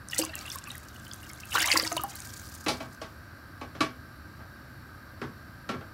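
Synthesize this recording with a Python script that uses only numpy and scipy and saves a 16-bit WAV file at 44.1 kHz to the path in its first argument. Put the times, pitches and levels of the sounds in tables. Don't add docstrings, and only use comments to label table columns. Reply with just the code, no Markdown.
import sys
import numpy as np
from scipy import signal
from scipy.fft import rfft, irfft
from scipy.io import wavfile

SR = 44100
rng = np.random.default_rng(int(sys.argv[2]) if len(sys.argv) > 2 else 0)


def to_wav(sig):
    pcm = np.clip(np.atleast_2d(sig), -1, 1) * 32767
    pcm = np.round(pcm).astype(np.int16)
    wavfile.write(sys.argv[1], SR, pcm.T)


N = 261513

# (time [s], bubble bed [dB], spray [dB])
POUR = [(0.04, -82, -89), (0.1, -66, -49), (0.14, -46.5, -52), (0.185, -39.5, -31.5), (0.29, -50, -58),
        (0.55, -51, -46), (0.63, -59, -66), (0.71, -50, -51.5), (0.77, -65.5, -59.5), (1.488, -58.5, -56),
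        (1.549, -35, -32), (1.72, -32, -39.5), (1.871, -41.5, -40.5), (1.9, -66, -47.5), (2.05, -79, -55),
        (2.1, -53, -49), (2.56, -64, -50), (2.64, -86, -53.5)]
GUSH_START_S, GUSH_END_S = 1.5, 1.9


def from_db(db):
    return 10 ** (np.asarray(db) / 20)


def rms_one(x):
    return x / np.sqrt(np.mean(x ** 2) + 1e-20)


def at_hz(points, hz):
    points_hz, points_db = np.transpose(points)
    return np.interp(np.log(hz), np.log(points_hz), points_db)


def band(x, low_hz, high_hz):
    sos = signal.butter(2, [low_hz, min(high_hz, SR * .45)], "band", fs=SR, output="sos")
    return signal.sosfilt(sos, x)


def wander(low_hz, high_hz):
    return rms_one(band(rng.standard_normal(N), low_hz, high_hz))


def ring(clicks, hz, t60):
    r, w = from_db(-60 / (t60 * SR)), 2 * np.pi * hz / SR
    return signal.lfilter([0, np.sin(w)], [1, -2 * r * np.cos(w), r * r], clicks + 1e-18)


def add(out, s, sound):
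    at = round(s * SR)
    out[at:at + len(sound)] += sound[:N - at]


def fan_and_burner(noise_db=-47.5):
    # (frequency [Hz], relative density [dB])
    spectrum = [(15, -57), (25, -23), (80, -0.5), (141, -4.5), (166, -8.5), (293, -7), (463, -23),
                (531, -16), (863, -20.5), (1560, -12.5), (2160, -25.5), (4610, -40), (11000, -41),
                (12900, -31.5), (16000, -45)]
    # (centre [Hz], width [Hz], gain [dB])
    resonances = [(129.5, 9.1, 5.5), (275, 20, -5.5), (1230, 160, 5), (1587, 153, 6.5), (3880, 460, 7),
                  (4525, 980, 14), (5530, 900, 10.5), (7500, 220, 9), (9400, 300, 7), (10230, 370, 10),
                  (11900, 220, 1)]
    # (frequency [Hz], rms level [dB])
    motor_lines = [(50, -63), (75, -55.5), (100, -58)]
    hz, t = np.maximum(np.fft.rfftfreq(N, 1 / SR), 1), np.arange(N) / SR
    bumps_db = sum(db * np.exp(-(2 * (hz - centre) / width) ** 2) for centre, width, db in resonances)
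    colour = from_db(at_hz(spectrum, hz) + bumps_db)
    out = from_db(noise_db) * rms_one(irfft(rfft(rng.standard_normal(N)) * colour, N))
    for line_hz, line_db in motor_lines:
        out += np.sqrt(2) * from_db(line_db) * np.sin(2 * np.pi * line_hz * t + 1.4 * wander(1, 4.8))
    return out


def flow_db(gulp_t60=0.042, fade_db_per_s=33):
    # (time [s], bubble bed [dB], spray [dB])
    gulps = [(1.775, -38, -27), (1.917, -26, -34), (1.967, -29.5, -31), (2.036, -53, -59)]
    t = np.arange(N) / SR
    times, *levels = np.transpose(POUR)
    fade_db = fade_db_per_s * np.maximum(t - times[-1], 0)
    power = np.array([from_db(2 * (np.interp(t, times, db) - fade_db)) for db in levels])
    for s, *gulp_db in gulps:
        decay_db = 60 * np.maximum(t - s, 0) / gulp_t60
        power += (t > s) * from_db(2 * (np.c_[gulp_db] - decay_db))
    return 10 * np.log10(power)


def grains(per_s, spread_db, low_hz, high_hz, cycles):
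    sizes = from_db(spread_db * np.minimum(rng.exponential(1, N), 4)) * rng.choice([-1, 1], N)
    clicks = sizes * (rng.random(N) < per_s / SR)
    resonator = rng.integers(0, 24, N)
    for k, hz in enumerate(np.geomspace(low_hz, high_hz, 24)):
        struck = ring(clicks * (resonator == k), hz, cycles / hz)
        yield hz, rms_one(ring(struck, hz, cycles / hz / 3))


def stream(bed_db, spray_db):
    # (frequency [Hz], relative density [dB])
    spectrum = [(1470, -30), (2500, 6), (3460, -23), (4690, -1.5), (5110, -4.5), (7080, -3), (11500, -14.5),
                (16000, -8)]
    fizz = grains(per_s=1600, spread_db=5.0, low_hz=607, high_hz=4106, cycles=59.0)
    bed = rms_one(sum(from_db(2.4 * np.log2(hz / 1000)) * sound for hz, sound in fizz))
    drops = grains(per_s=4000, spread_db=3.6, low_hz=3060, high_hz=15700, cycles=12.0)
    spray = rms_one(sum(from_db(at_hz(spectrum, hz)) * np.sqrt(hz) * sound for hz, sound in drops))
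    crackle = rng.standard_normal(N) * from_db(4.4 * wander(17, 330))
    spray = rms_one(spray + from_db(-4) * rms_one(band(crackle, 4500, 15500)))
    spray = rms_one(spray * from_db(4.2 * wander(5, 40)))
    return from_db(bed_db) * bed + from_db(spray_db) * spray


def small_events(level_db, end_s, count, above_db, low_hz, high_hz):
    when, size, pitch = rng.random((count, 3)).T
    start_s = POUR[1][0]
    times = start_s + when * (end_s - start_s)
    levels = level_db[(times * SR).astype(int)] + above_db - 8 * size
    return list(zip(times, levels, low_hz * (high_hz / low_hz) ** pitch))


def droplets(spray_db):
    # (time [s], peak [dB], centre [Hz])
    loud = [(0.087, -27.5, 7500), (0.147, -21, 6500), (0.184, -13.5, 8200), (0.19, -11, 8450),
            (0.239, -26, 6800), (0.251, -20.5, 8250), (0.355, -21.5, 10100), (0.391, -28.5, 6300),
            (0.464, -30, 9000), (0.501, -27, 7000), (0.558, -26, 11900), (0.587, -28, 7300),
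            (0.641, -31.5, 6200), (0.677, -37, 11200), (0.686, -33, 12700), (0.703, -34, 7900),
            (0.717, -32.5, 7800), (0.755, -33, 11000), (0.781, -30.5, 11900), (1.081, -36, 8260),
            (1.135, -28, 6670), (1.144, -33, 11000), (1.161, -39, 11700), (1.23, -38, 9700),
            (1.315, -38, 11700), (1.334, -32, 8300), (1.456, -32.5, 11900), (1.544, -24, 6000),
            (1.592, -23, 9400), (1.605, -18, 7700), (1.662, -22, 8200), (1.675, -16, 5900),
            (1.71, -25, 7060), (1.719, -19, 6200), (1.729, -19, 6840), (1.738, -18.5, 8100),
            (1.773, -15.5, 7100), (1.826, -26, 8500), (1.853, -35, 8300), (1.876, -24, 6900),
            (1.928, -25, 8440), (1.969, -23, 10900), (2.017, -31, 13100), (2.037, -17, 11700),
            (2.156, -25.5, 12000), (2.204, -27.5, 7500), (2.273, -31, 7400), (2.552, -33, 8700)]
    rows = loud + small_events(spray_db, end_s=2.9, count=170, above_db=13.5, low_hz=6000, high_hz=13400)
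    out, noise = np.zeros(N), rng.standard_normal((len(rows), 600))
    t_ms = np.arange(600) / SR * 1000 - 5
    for (s, db, hz), white in zip(rows, noise):
        spread_ms, octaves = (1.6, 0.67) if GUSH_START_S < s < GUSH_END_S else (0.71, 0.68)
        half_band = 2 ** (octaves / 2)
        envelope = np.exp(-.5 * (t_ms / spread_ms) ** 2)
        puff = band(white, hz / half_band, min(hz * half_band, 14500)) * envelope
        add(out, s - .005, from_db(db) * puff / np.abs(puff).max())
    return out


def bubbles(bed_db, rise=0.011, attack_cycles=1.83):
    # (time [s], level [dB], pitch [Hz])
    loud = [(0.1, -34.5, 5300), (0.122, -34.5, 2880), (0.132, -29, 1890), (0.134, -28.5, 2840),
            (0.163, -32, 1980), (0.181, -25, 4290), (0.183, -26, 5700), (0.217, -26, 2790),
            (0.225, -24, 4890), (0.235, -35.5, 1080), (0.29, -43.5, 646), (0.335, -38, 1860),
            (0.345, -36, 2780), (0.365, -35.5, 2680), (0.412, -34, 4530), (0.456, -35, 2690),
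            (0.48, -32, 2840), (0.504, -30.5, 3484), (0.518, -30.5, 5290), (0.557, -34, 1086),
            (0.673, -41, 1157), (0.674, -36.5, 2600), (0.706, -29.5, 3790), (0.751, -40.5, 1900),
            (0.961, -43.5, 2890), (1.068, -42.5, 3040), (1.114, -36.5, 3400), (1.116, -36.5, 4840),
            (1.233, -42.5, 2830), (1.3, -37, 5300), (1.301, -40.5, 2160), (1.435, -33.5, 2640),
            (1.521, -29, 2680), (1.529, -25, 2930), (1.543, -35.5, 800), (1.552, -20, 1115),
            (1.555, -16, 1412), (1.569, -21.5, 1547), (1.573, -23, 2820), (1.581, -20, 1566),
            (1.613, -21, 3110), (1.625, -24, 1875), (1.629, -18, 5356), (1.643, -19.5, 2080),
            (1.679, -30, 1140), (1.703, -22, 2193), (1.713, -18.5, 2136), (1.717, -16, 4800),
            (1.721, -17, 4500), (1.725, -20.5, 2600), (1.729, -22, 1980), (1.756, -19, 1090),
            (1.767, -19, 2005), (1.775, -11.5, 4670), (1.798, -27, 2140), (1.799, -15, 4720),
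            (1.838, -24, 4560), (1.848, -35, 2155), (1.869, -22.5, 5200), (1.87, -36, 2730),
            (1.877, -19, 4670), (1.916, -28.5, 686), (1.92, -30, 1270), (1.927, -25, 6260),
            (1.967, -26.5, 4380), (1.967, -27, 977), (1.979, -22, 2900), (1.996, -28.5, 1230),
            (2.036, -30, 1102), (2.039, -28, 790)]
    out = np.zeros(N)
    churn = rms_one(band(rng.standard_normal((2, N)), 38, 376))
    small = small_events(bed_db, GUSH_END_S, count=70, above_db=9, low_hz=1894, high_hz=5530)
    for s, db, hz in loud + small:
        t60 = max(53 - (db + 25.5), 12) / hz
        t = np.arange(int(t60 * SR)) / SR
        sway, flutter = churn[:, round(s * SR + hz):][:, :len(t)]
        wobble_rad = 0.57 if GUSH_START_S < s < GUSH_END_S else 0.12
        phase = 2 * np.pi * hz * (t + rise * t * t / t60) + wobble_rad * sway
        swell = (1 - np.exp(-t * hz / attack_cycles)) * from_db(-60 * t / t60)
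        add(out, s - .001, from_db(db + 2.63 * flutter) * swell / swell.max() * np.sin(phase))
    return out


def pot():
    # (time [s], strength [dB], upper mode relative to that [dB])
    slugs = [(0.191, -27.5, 4), (1.552, -41.5, -7), (1.599, -41.5, -1), (1.737, -29.5, 3.5),
             (1.789, -36, 5.5), (1.83, -36, 3), (1.92, -35, -12), (1.977, -49, -17)]
    # (frequency [Hz], t60 [s])
    modes = [(318, 0.28), (335, 0.23), (525, 0.069)]
    low, high = np.zeros((2, N))
    for s, db, upper_db in slugs:
        low[round(s * SR)] = from_db(db)
        high[round(s * SR)] = from_db(db + upper_db)
    boom = ring(low, *modes[0]) - 0.53 * ring(low, *modes[1]) + ring(high, *modes[2])
    slosh = from_db(2.5 * wander(15, 60))
    return band(boom * slosh, 160, 800)


def kitchen_reflections(x, t60=0.27, level_db=-15.5):
    t = np.arange(int(t60 * SR)) / SR
    echo = band(rng.standard_normal(len(t)), 290, 5400) * from_db(-60 * t / t60) * (t > .004)
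    return from_db(level_db) * signal.fftconvolve(x, echo / np.linalg.norm(echo))[:N]


def knocks(contact_s=0.0031, first_click=3.7, favour_db=14.5):
    # (time [s], level [dB], extra thud of a heavy object [dB], extra hollow ring [dB],
    # extra edge of a hard contact [dB], low and high note favoured by where the blow lands [Hz])
    blows = [(2.662, -36, -4.5, -1, -3, 320, 1130), (2.682, -44, -1.5, 6.5, 11.5, 796, 4000),
             (2.803, -47.5, -5, 5, -1, 651, 1120), (3.015, -53.5, 1, 7.5, 4.5, 646, 3220),
             (3.612, -46.5, -6, 5.5, -5, 815, 1130), (3.75, -60.5, 12, 5, 1.5, 412, 1590),
             (3.806, -31, -7.5, -5.5, -1, 306, 1210), (4.403, -57.5, 1, 6, -21, 296, 1070),
             (5.215, -48, 10.5, -2.5, -4, 217, 1090), (5.69, -43, 4, -1.5, -1.5, 238, 1800),
             (5.739, -54.5, 11, 1, -8, 250, 1800), (5.809, -57.5, 2, 5, -8, 366, 993)]
    # (frequency [Hz], level [dB], t60 [s])
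    worktop = [(130, -4, .4), (250, -1, .4), (305, 0, .18), (410, -4, .15), (650, -3, .25), (840, -7, .2),
               (1110, -1, .26), (1150, -5, .15), (1350, -1, .2), (2290, -6, .22), (2570, -3, .1),
               (3200, -8, .08), (4000, -6, .08)]
    # (level [dB], shares of the extra thud, hollow ring and edge [ratio])
    colour = [(-9, 0.86, 0.22, 0), (-0.5, 0.39, 0, 0.16), (-3, 0, 0.82, 0.25), (0, 0.18, 0, 0.16),
              (-7, 0, 0.074, 0.62), (-10.5, 0, 0, 1.21), (-23.5, 0.087, 0, 1.4)]
    limits_hz = [90, 200, 480, 950, 1900, 3300, 6000, 12500]
    tail_t60, scatter_db = (.35, .3, .24, .24, .22, .22, .18), (-4, -7, -6, -8, -3, 1)
    out, t = np.zeros(N), np.arange(int(.4 * SR)) / SR
    noise = rng.standard_normal((len(blows), 2, len(t)))
    onset = 1 - np.exp(-t / (0.083 * contact_s))
    for (s, db, thud_db, hollow_db, edge_db, *notes), (rattle, scatter) in zip(blows, noise):
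        touch = (rattle + first_click * (t == 0)) * np.exp(-t / contact_s)
        modes = 0
        for k, (hz, mode_db, t60) in enumerate(worktop):
            nearness = np.exp(-(np.log(hz / np.array(notes)) / .12) ** 2).max()
            modes += from_db(mode_db + favour_db * nearness) * ring(touch, hz, t60) * (-1) ** k
        for k, (usual_db, *shares) in enumerate(colour):
            low, high = limits_hz[k:k + 2]
            band_noise = band(band(scatter, low, high), low, high)
            part = rms_one(band_noise * onset * from_db(-60 * t / tail_t60[k]))
            if k < 6:
                scatter_gain = from_db(scatter_db[k] + .5 * thud_db)
                part = rms_one(rms_one(band(modes, low, high)) + scatter_gain * part)
            band_db = usual_db + np.dot(shares, [thud_db, hollow_db, edge_db])
            add(out, s, from_db(db + band_db) * part)
    return out


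def scene():
    bed_db, spray_db = flow_db()
    water = stream(bed_db, spray_db) + bubbles(bed_db) + droplets(spray_db) + pot()
    return (water + kitchen_reflections(water) + knocks() + fan_and_burner())[None]


def record(dry, low_cut_hz=40, high_cut_hz=15780):
    thin = signal.sosfilt(signal.butter(2, low_cut_hz, "high", fs=SR, output="sos"), dry)
    return signal.sosfilt(signal.ellip(14, .5, 70, high_cut_hz, fs=SR, output="sos"), thin)


dry = scene()
out = record(dry)
to_wav(out)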